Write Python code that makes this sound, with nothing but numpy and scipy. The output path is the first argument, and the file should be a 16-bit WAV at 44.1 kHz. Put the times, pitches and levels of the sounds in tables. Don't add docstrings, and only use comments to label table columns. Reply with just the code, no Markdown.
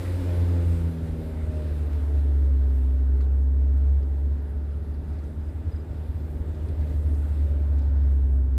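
import sys
import numpy as np
from scipy import signal
from scipy.io import wavfile
from scipy.ndimage import uniform_filter1d, map_coordinates

SR = 44100
rng = np.random.default_rng(int(sys.argv[2]) if len(sys.argv) > 2 else 0)


def boost(x):
    u = np.asarray(x, float) / 20
    return 10 ** u


def wav_out(sig):
    wavfile.write(sys.argv[1], SR, np.round(np.clip(np.atleast_2d(sig).T, -1, 1) * 32767).astype(np.int16))


N = 378372


def curves(table):
    s, *columns = np.transpose(table)
    return [np.interp(np.arange(N) / SR, s, column) for column in columns]


def swells(table):
    t = np.arange(0, N, 32) / SR
    db = 0 * t
    for s, peak_db, length in table:
        db = db + peak_db * np.exp(-((t - s) / length) ** 2)
    return np.interp(np.arange(N) / SR, t, db)


def walk(rate):
    k = int(SR / rate)
    points = rng.standard_normal(N // k + 2)
    line = np.interp(np.arange(N) / k, np.arange(len(points)), points)
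    return 1.312 * uniform_filter1d(line, k)


def tone(hz, wobble_hz):
    turns = np.cumsum(hz + wobble_hz * walk(6)) / SR
    return np.sqrt(2) * np.sin(2 * np.pi * (turns + rng.random()))


def band_noise(lo_hz, hi_hz, samples):
    band = signal.butter(2, [lo_hz, hi_hz], "band", fs=SR, output="sos")
    return signal.sosfilt(band, rng.standard_normal(samples))


# (time [s], centre [Hz], level [dB], length
# [s])
HOLLOWS = [(3.55, 14000, -5.5, .2), (3.53, 5500, -1.5, .08), (3.1, 3300, -2, 0.16), (8.42, 5800, -6, .12),
           (8.5, 13500, -8.5, .1), (5.97, 6300, -3, .1), (6.15, 13500, 5, .1), (6.55, 14000, 3, .25),
           (7.2, 16000, -3, .07), (1.37, 2100, 7, 0.11), (4.3, 970, 3, .15), (4.3, 130, 6, .12),
           (3.15, 140, 4.5, .1), (2.2, 310, 2.5, 0.59), (5.4, 305, 5.5, 0.28), (7.85, 200, -3, .08),
           (8.38, 200, -6, .2), (8.4, 160, -4, .12), (7.3, 215, -3, .15), (.12, 52, 6, .1),
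           (.95, 36, -5, .25), (3.2, 1800, -3.5, .08), (3.8, 2400, 2.5, .2), (5.3, 290, -4.5, .2),
           (1.75, 210, 4, .2), (2.45, 680, -5, .12), (7.5, 560, 4.5, .12), (7.9, 1500, 3.5, .15),
           (0.54, 5000, 4, 0.13), (7.1, 2300, -2, .2)]


def noise(colour, lo_hz, hi_hz, flicker_db, rate):
    size, overlap, hollow_octaves = 4096, 3072, 0.11
    hz, s, cells = signal.stft(rng.standard_normal(N), SR, nperseg=size, noverlap=overlap)
    hz[0] = 1
    colour_hz, colour_db = np.transpose(colour)
    gain = boost(np.interp(np.log(hz), np.log(colour_hz), colour_db, left=-120, right=-120))
    inside = (hz > lo_hz) & (hz < hi_hz)
    gain /= np.sqrt(2 * np.sum(gain[inside] ** 2) / size)

    grid = np.meshgrid(3 * np.log2(hz), np.minimum(rate * s, 199), indexing="ij")
    db = flicker_db * map_coordinates(rng.standard_normal((50, 200)), grid, order=1)
    for at, centre_hz, hollow_db, length in HOLLOWS:
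        octaves = np.log2(hz / centre_hz)[:, None]
        db += hollow_db * np.exp(-(octaves / hollow_octaves) ** 2 - ((s - at) / length) ** 2)
    shaped = cells * gain[:, None] * boost(db)
    return signal.istft(shaped, SR, nperseg=size, noverlap=overlap)[1][:N]


# (time [s], level [dB])
RUSH = [(0, 16.5), (.3, 13), (.66, 11), (.9, 8), (1.35, 6), (1.65, 7.5), (2.1, 5.5), (2.5, 2), (3.05, 0),
        (3.57, -2.5), (4.1, -1.5), (4.6, -1.5), (5.9, 1), (6.3, 1), (6.85, 4.5), (7.3, 4), (7.8, 0.5),
        (8.55, -4)]


def rush(db, share):
    return boost(db + share * curves(RUSH)[0])


# (time [s], level [dB])
CHIRPS = [(4.392, -74), (4.468, -78), (4.706, -72), (4.745, -75), (4.784, -76), (5.072, -72), (5.116, -69),
          (5.152, -73), (5.406, -74), (5.442, -71), (5.481, -68), (5.714, -62), (5.753, -62), (5.792, -65)]


def cricket():
    stroke_s, wing_hz, drop_hz = 0.023, 5000, 330
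    x = np.arange(int(stroke_s * SR)) / (stroke_s * SR)
    turns = np.cumsum(wing_hz - drop_hz * x ** 3) / SR
    note = np.sin(np.pi * x) * np.sin(2 * np.pi * turns)
    out = np.zeros(N)
    for s, db in CHIRPS:
        out[int(s * SR):][:len(x)] += boost(db) * note
    return out


# (time [s], firing cycle rate [Hz], level [dB])
BIKE = [
    (1.4, 14, -71),
    (2, 13.2, -61.5),
    (3, 11.4, -59),
    (3.5, 10.7, -57.5),
    (4, 12.6, -57.5),
    (4.4, 12, -52.5),
    (5, 11.65, -51),
    (5.4, 11.1, -51),
    (5.7, 11, -55),
]
BIKE_PARTIALS = {13: -5.5, 15: 0, 18.3: -2.5, 20: -0.4, 30: -12.5, 35: -5}


def motorbike():
    cycle_hz, level_db = curves(BIKE)
    out = np.zeros(N)
    for order, partial_db in BIKE_PARTIALS.items():
        fading = boost(level_db + partial_db + 0.95 * walk(1.4))
        out += fading * tone(order * cycle_hz, wobble_hz=.4)
    return out


# (time [s], peak [dB], low edge #
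# [Hz], high edge [Hz])
CLICKS = [(.683, -58, 700, 3000), (1.93, -57, 700, 9000), (3.208, -62.5, 3900, 4700),
          (3.773, -64, 3500, 11500), (4.029, -60, 1800, 5500), (6.203, -62, 700, 3000),
          (6.364, -63, 700, 3000), (7.786, -59.5, 1800, 8500), (7.792, -64, 4000, 6500),
          (.03, -51, 1860, 1950), (5.135, -67, 3500, 7000), (5.188, -66, 4500, 7000),
          (5.238, -68, 5700, 6500), (6.515, -67, 2997, 8000), (6.548, -62, 2000, 6000),
          (6.81, -61, 2000, 7100), (7.147, -60, 2000, 6000), (3.205, -50, 1000, 1700)]


def tick_clicks():
    out, t = np.zeros(N), np.arange(4096) / SR
    for s, db, lo_hz, hi_hz in CLICKS:
        burst = band_noise(lo_hz, hi_hz, len(t))
        decay_s = 0.0037 + 3.6 / (hi_hz - lo_hz)
        shape = np.exp(-t / decay_s) * np.minimum(t / .0005, 1)
        part = out[int(s * SR):][:len(t)]
        part += (boost(db) * burst / burst.std() * shape)[:len(part)]
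    return out


# (time [s], peak [dB], ring [Hz], tail [s])
TICKS = [(.683, -60, 1500, .03), (1.93, -62, 2500, .03), (2.75, -70, 12000, 0.027),
         (3.204, -47, 1490, 0.065), (3.206, -56, 2000, .06), (3.213, -62, 3900, .06),
         (3.207, -62, 4200, 0.072), (3.209, -65, 5000, 0.036), (3.24, -64, 4000, .05),
         (3.205, -54, 2500, .05), (3.222, -60, 3750, 0.065), (3.21, -66, 6800, .06),
         (3.208, -67, 8000, 0.08), (1.569, -51, 2700, .03), (3.773, -61.5, 8000, 0.026),
         (4.027, -66, 4000, 0.027), (4.104, -69, 14700, .02), (4.268, -66, 12880, .035),
         (4.345, -71, 12600, .02), (4.42, -63, 12390, .035), (4.421, -65, 13500, .02),
         (4.493, -64, 13500, 0.03), (4.548, -69, 13230, .02), (4.568, -63, 12560, .025),
         (4.772, -59, 9580, 0.024), (4.827, -62, 4220, .03), (4.846, -62, 3800, .05),
         (4.85, -68, 10000, 0.018), (4.939, -62, 4500, 0.06), (5.133, -60, 4284, .04),
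         (5.186, -63, 4100, .06), (6.203, -60, 1790, 0.028), (6.364, -60, 1790, 0.023),
         (6.551, -64, 4770, 0.037), (6.684, -54, 4600, 0.039), (6.686, -58, 2500, .05),
         (6.685, -60, 8980, 0.035), (6.81, -58, 4000, 0.063), (6.687, -59, 3550, .05),
         (7.148, -62, 4510, .04), (7.24, -57, 3020, 0.068), (7.355, -58, 2970, .05),
         (7.785, -64, 6500, 0.031), (7.818, -59, 5110, .03), (8.118, -66.5, 8000, 0.048),
         (7.786, -59, 2500, 0.027), (7.791, -51, 3950, 0.025), (7.797, -61, 3700, 0.044)]


def trim():
    out, t = np.zeros(N), np.arange(4096) / SR
    grit_per_s, grit_db, grit_tail_s = 14, -72, .025
    when, size, pitch = rng.random((int(grit_per_s * N / SR), 3)).T
    tails = np.full(len(when), grit_tail_s)
    grit = np.transpose([when * N / SR, grit_db + 7 * size ** 2, 1800 * 7 ** pitch, tails])

    for s, db, hz, tail in [*TICKS, *grit]:
        half_width = min(.11 * hz, 700)
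        crack = band_noise(hz - half_width, hz + half_width, len(t))
        tick = 0.81 * crack / crack.std() + 0.37 * np.sin(2 * np.pi * hz * t)
        snap = band_noise(.5 * hz, min(2 * hz, .45 * SR), len(t))
        tick += 1.5 * np.exp(-t / .003) * snap
        fade = np.exp(-np.log(1000) * t / tail) * np.minimum(t / 0.0033, 1)
        part = out[int(s * SR):][:len(t)]
        part += (boost(db) * tick * fade)[:len(part)]

    squeak_s, squeak_hz, squeak_db, length_s = 3.408, 6700, -77, .042
    stick_slip_db = 4 * np.cos(2 * np.pi * 38 * (t - .01))
    arch = np.sin(np.pi * np.clip(t / length_s, 0, 1)) ** .5
    squeak = boost(squeak_db + stick_slip_db) * np.sin(2 * np.pi * squeak_hz * t) * arch
    out[int(squeak_s * SR):][:len(t)] += squeak
    return out


# (frequency [Hz], density [dB per Hz])
ROAR = [(120, -11), (200, -6), (260, 7), (310, 4.5), (410, 2.5), (480, -2.5), (600, -2.5), (700, -7.5),
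        (920, -9.5), (1000, -14.5), (1500, -15.5), (2000, -21.5), (2300, -34.5), (3500, -37.5)]
WIND = [(900, -3.5), (1500, -2), (2100, -2.5), (2500, -4), (3200, -7.5), (3450, -6.5), (3620, -5),
        (3800, -8), (4100, -7.5), (4400, -10.5), (5100, -11.5), (5600, -15.5), (7000, -18.5), (9000, -23)]
HIGH_HISS = [(5000, -16.5), (7000, -6.5), (7500, -1.5), (10000, -1), (12400, -2.5), (13200, -9), (14500, -31)]
TOP_HISS = [(11000, -23.5), (12600, -7), (13200, 2), (15400, 3.5), (15900, 1.5)]
# (time [s], level [dB], length [s])
PUFFS = [
    (.31, -1, 0.034),
    (2.073, -1.5, .15),
    (2.76, 6, 0.089),
    (3.4, 1, .1),
    (3.6, -2.5, 0.13),
    (3.9, 0.5, 0.083),
    (6.3, 4, 0.13),
    (6.9, 2, 0.18),
    (7.284, 4, 0.13),
    (8.5, 0, 0.12),
]
# (time [s], level [dB], length [s])
LULLS = [
    (.95, 0, 0.12),
    (3.0, -1, 0.086),
    (3.45, -2.5, 0.14),
    (5.15, 2, .1),
    (5.4, -1.5, .07),
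    (7.0, -2.5, 0.061),
    (7.5, 0, .1),
    (8.05, 1, 0.095),
    (8.4, -2, 0.12),
]


def roar_and_wind():
    gust = boost(.6 * walk(16) + .25 * walk(7))
    puff_db, lull_db = swells(PUFFS), swells(LULLS)
    roar = noise(ROAR, 646, 1500, flicker_db=1.24, rate=7)
    roar *= rush(-57.5, share=.45) * boost(0.37 * walk(7.4) + .6 * lull_db)
    wind = noise(WIND, 2130, 5200, flicker_db=1.17, rate=13)
    wind *= rush(-68.5, share=.85) * boost(lull_db)
    high_hiss = noise(HIGH_HISS, 7500, 12000, flicker_db=2.0, rate=12)
    high_hiss *= rush(-75, share=.9) * boost(.4 * puff_db)
    top_hiss = noise(TOP_HISS, 13000, 15300, flicker_db=1.5, rate=14)
    top_hiss *= rush(-81.5, share=.8) * boost(puff_db)
    return roar + gust * (wind + high_hiss + top_hiss)


# (time [s], firing rate [Hz])
FIRING = [(0, 89.6), (.2, 88), (.68, 84.7), (1.16, 79.8), (1.64, 76), (2.12, 71.7), (2.59, 67.9),
          (2.85, 66.8), (3.31, 67.6), (3.79, 68.7), (4.27, 70.3), (5.23, 74.1), (5.95, 75.5), (6.66, 75.6),
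          (7.38, 73), (7.86, 70.2), (8.58, 65.5)]
# (time [s], load [dB], growl of the upper overtones [dB])
LOAD = [(0, 0, -37.5), (.3, 2.5, -33.5), (.65, -2, -35.5), (.95, -4, -38.5), (1.6, -1.5, -39.5),
        (2.05, -1.5, -47.5), (2.4, 1, -46), (2.95, 1, -50), (3.3, 1, -47), (3.97, 0.5, -47),
        (4.07, -3.5, -50), (4.33, -3.5, -48.5), (4.45, -7.5, -57), (5.3, -7.5, -68), (6.45, -5.5, -47.5),
        (6.95, 0.5, -41.5), (7.3, -1, -58), (8.58, 1.5, -52)]
# (time [s], level [dB], length [s])
BEATS = [(0.035, -11, 0.011), (0.09, 0, 0.0068), (0.923, -4, 0.017), (1.068, -5.3, 0.012),
         (1.088, 4.5, 0.023), (1.232, -14.0, 0.019), (1.282, 1.5, 0.031), (1.312, -9.3, 0.017),
         (1.362, 3, 0.026), (1.442, 5, 0.012), (1.492, 5, 0.012), (1.571, 2, 0.019), (1.691, -2, 0.015),
         (1.831, 1, 0.033), (1.896, -9, 0.013), (4.061, -1.5, 0.012), (4.255, 3.5, 0.025),
         (4.405, -2, 0.03), (4.844, -8, 0.018), (4.909, 1.5, 0.036), (5.039, -6, 0.025), (5.123, 3, 0.023),
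         (5.198, 1, 0.039), (5.318, -6, 0.031), (5.383, 1.5, 0.035), (5.443, 1, 0.027), (5.493, 3, 0.018),
         (5.532, -9.9, 0.014), (5.577, 3, 0.025), (5.607, -3, 0.017), (5.682, 5, 0.022),
         (5.717, -7.0, 0.019), (5.747, 6, 0.025), (5.872, -10.3, 0.034), (5.907, 7.5, 0.021),
         (5.932, -4, 0.012), (5.961, 0, 0.034), (6.016, 2.5, 0.029), (6.076, -17, 0.01), (6.101, 8, 0.021),
         (6.131, -20, 0.013), (6.156, 5, 0.024), (6.196, -4, 0.014), (6.221, 4, 0.026),
         (6.296, -3.5, 0.032), (6.395, -5.6, 0.011), (6.415, 7.5, 0.02), (6.44, -8, 0.018),
         (6.545, -5, 0.011), (6.765, -6, 0.013), (6.824, 3, 0.04), (6.864, -8.2, 0.017),
         (6.929, -10, 0.011), (7.034, -8, 0.013), (7.064, 2.5, 0.049), (7.433, 4.5, 0.031)]
# (time [s], level [dB], length [s])
SOFT_BEATS = [(0.16, 0.5, 0.012), (0.183, -3.9, 0.015), (0.23, -5.5, 0.029), (0.29, -0.5, 0.04),
              (0.354, -4, 0.011), (0.376, 1.5, 0.04), (0.43, 2.5, 0.013), (0.504, 0, 0.016), (0.698, 2, 0.04),
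              (0.865, 6.5, 0.04), (0.973, 2, 0.012), (0.988, 2.5, 0.018), (1.01, -3.0, 0.012),
              (1.033, 4, 0.021), (1.14, 2, 0.013), (1.192, 0, 0.026), (1.537, -3.2, 0.028), (1.62, -2, 0.029),
              (1.925, 2.5, 0.015), (2.068, -1.5, 0.04), (2.13, -3, 0.014), (2.165, 2.5, 0.04),
              (3.133, 1.5, 0.021), (3.283, -1.2, 0.03), (3.525, -1, 0.025), (3.903, 2, 0.032),
              (3.981, 2, 0.018), (4.012, -4, 0.0081), (4.32, 3.0, 0.014), (4.494, 1, 0.013),
              (4.575, 1.5, 0.038), (4.749, 0.5, 0.033), (4.809, 1.8, 0.014), (5.086, 2, 0.012),
              (5.258, 0, 0.02), (6.49, 1, 0.012), (6.602, -5, 0.014), (6.632, -0.5, 0.012), (6.69, 0.5, 0.028),
              (6.959, 2, 0.011), (7.007, 0.5, 0.018), (7.149, 2.4, 0.017), (7.204, -1.5, 0.025),
              (7.229, 2.5, 0.022), (7.26, -2, 0.039), (7.333, 3.5, 0.02), (7.366, -1.5, 0.03),
              (7.464, -2.8, 0.02), (7.579, -2.0, 0.017), (7.675, -3, 0.017), (7.707, 0.5, 0.025),
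              (7.837, -2.3, 0.018), (7.897, -7, 0.0059), (7.947, -1.9, 0.011), (7.993, 0.5, 0.022),
              (8.04, 1, 0.04), (8.378, 2, 0.039), (8.523, -1, 0.0096)]
# (frequency [Hz], density [dB per Hz])
FLOOR_PAN = [(20, -24), (30, -18), (42, -7.5), (55, 0), (70, -10.5), (90, 1.5), (102, -10.5), (120, -15),
             (150, -10), (195, -27), (260, -18.5), (330, -31), (450, -51)]
# (frequency [Hz], width [Hz], rms level [dB])
PAN_MODES = [
    (39, 4.7, -53),
    (56.16, 5.8, -45),
    (66.6, 5.5, -57),
    (88.1, 8.2, -42),
]


def tyres():
    drum_share, rough_db, rough_from_s, rise_s = 0.21, 4, 5.5, 0.95
    road_db = rough_db / 2 * np.tanh((np.arange(N) / SR - rough_from_s) / rise_s)
    road_db += 0.34 * swells(BEATS + SOFT_BEATS)
    drum = rush(-43, drum_share) * noise(FLOOR_PAN, 25, 57, flicker_db=2.0, rate=4.1)
    for hz, width, db in PAN_MODES:
        panel = signal.iirpeak(hz, hz / width, SR)
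        ring = signal.lfilter(*panel, rng.standard_normal(N))
        ring = signal.lfilter(*panel, ring)
        drum += rush(db, drum_share) * ring / ring.std()

    cruise_hz = 70.14
    air_hz = 257.2 + 1.02 * (curves(FIRING)[0] - cruise_hz)
    air_db = -47 + 1.2 * curves(LOAD)[0] + 1.3 * walk(7.8)
    return boost(road_db) * drum + boost(air_db) * tone(air_hz, wobble_hz=.4)


# (frequency [Hz], rms level [dB])
BOOM = [
    (65, -23.5),
    (68.5, -19.5),
    (72, -21),
    (76, -25.5),
    (82, -30),
    (84.3, -19),
    (87, -23.5),
    (90, -29.5),
]
# (frequency [Hz], width [Hz], level [dB])
CABIN = [(142, 24, -6.5), (163.4, 18.4, 4), (239.3, 40, -3), (281, 24, -3.5), (307.5, 14, -5.5),
         (327, 59, -10), (403.3, 48, -8.5), (458, 8.5, -17), (505, 82, -15.5), (612, 25, -12),
         (558, 42, -18.5), (428, 17, -15.5), (880, 270, -24)]
ORDER_DB = {4: -3, 5: -4, 6: 3.5, 7: 0, 8: -1, 9: -9.5, 10: -4.5}
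# (time [s], level [dB], length [s])
FLARES = [
    (.2, 2, .06),
    (.6, 4.5, 0.056),
    (.95, -1, .12),
    (1.22, 3.5, 0.053),
    (1.6, 5.5, 0.06),
    (2.12, 6.5, 0.049),
]
# (multiple of the firing rate, time [s], level [dB], length
# [s])
ORDER_SWELLS = [(7, 0.11, -11, .18), (7, .47, -5, 0.034), (6, 0.495, -7, .04), (6, 0.042, 3, 0.056),
                (6, .97, -13, 0.092), (7, 1.25, 0, 0.11), (4, 1.55, -8.5, .3), (5, 1.5, 6, .2),
                (9, 0.45, 6, 0.13), (9, 2, 8, .3), (10, 0.14, 6, .12), (10, 1.2, -6, .25), (6, 2.09, 5.5, .2),
                (7, 2.1, -8, .25), (7, 3.35, 9.5, 0.24), (2.5, 3.4, -5.5, .4), (2, 1.33, -2.5, .12),
                (2, 1.75, 2.5, .2), (3, 1.75, 3, .2), (5, .55, 2.5, .12), (4, 0.63, 2.5, 0.16), (2, 4.3, 5, .12),
                (2, 5.6, -5.5, .2), (3, 0.51, 6.5, 0.068), (3.5, .1, -10, 0.17), (6, 3.18, 6, 0.074),
                (6, 3.45, -5.5, .12), (6, 4.6, 1.5, .15), (6, 3.7, 1, .2), (8, 2.5, 6.5, .1), (7, 1.7, -8, 0.11),
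                (6, 8.3, 5.5, .12), (2, 6.9, 4.5, .1), (2, 5.3, 5, 0.1), (2, 10, 4, .07), (2, 8.2, 10.5, 0.11),
                (3, 7.4, -8, 0.66), (4, 6.7, 2, 0.24), (6, 7.4, -5, 0.96)]


def engine():
    firing_hz = curves(FIRING)[0]
    load_db, growl_db = curves(LOAD)
    growl_db = growl_db + swells(FLARES)
    lower_db = -34.5 - 0.85 * np.abs(firing_hz - 83.45) + .4 * load_db

    turns = np.cumsum(firing_hz * (1 + 0.003526 * walk(12))) / SR
    turns += .25 - turns[-1]
    boom_db = np.interp(firing_hz, *np.transpose(BOOM)) + load_db
    boom_db += swells(BEATS + SOFT_BEATS) + .2 * walk(15)
    out = boost(boom_db) * np.sin(2 * np.pi * turns)

    scale_hz = np.arange(1000)
    power = np.zeros(len(scale_hz))
    for hz, width, db in CABIN:
        power += boost(2 * db) / (1 + (2 * (scale_hz - hz) / width) ** 2) ** 2
    cabin = np.sqrt(power)

    half_order_db = -14.5
    for order in np.arange(3, 21) / 2:
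        upper = order > 3
        db = growl_db if upper else lower_db
        db = db + (half_order_db if order % 1 else ORDER_DB.get(order, 0))
        db = db + swells([row[1:] for row in ORDER_SWELLS if row[0] == order])
        db += 1.6 * walk(9) + 1.2 * walk(24) if upper else .8 * walk(5)
        phase = order * turns + 0.038 * upper * walk(15) + rng.random()
        out += boost(db) * np.interp(order * firing_hz, scale_hz, cabin) * np.sin(2 * np.pi * phase)
    return np.sqrt(2) * out


# (delay [s], gain [ratio])
GLASS_ECHOES = [
    (.0066, 0.12),
    (.0113, 0.029),
    (.0021, 0.013),
]


def scene():
    bright = cricket() + tick_clicks() + trim() + roar_and_wind()
    echoes = np.zeros(N)
    for delay, gain in GLASS_ECHOES:
        echoes += gain * np.roll(bright, int(delay * SR))
    mix = motorbike() + bright + echoes + tyres() + engine()
    return mix[None]


def band_limit(x):
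    return signal.sosfilt(signal.butter(12, 16180, fs=SR, output="sos"), x)


def record(dry):
    top_cut = signal.ellip(14, .3, 60, 15480, fs=SR, output="sos")
    mix = signal.sosfilt(top_cut, dry)
    return band_limit(mix)


dry = scene()
out = record(dry)
wav_out(out)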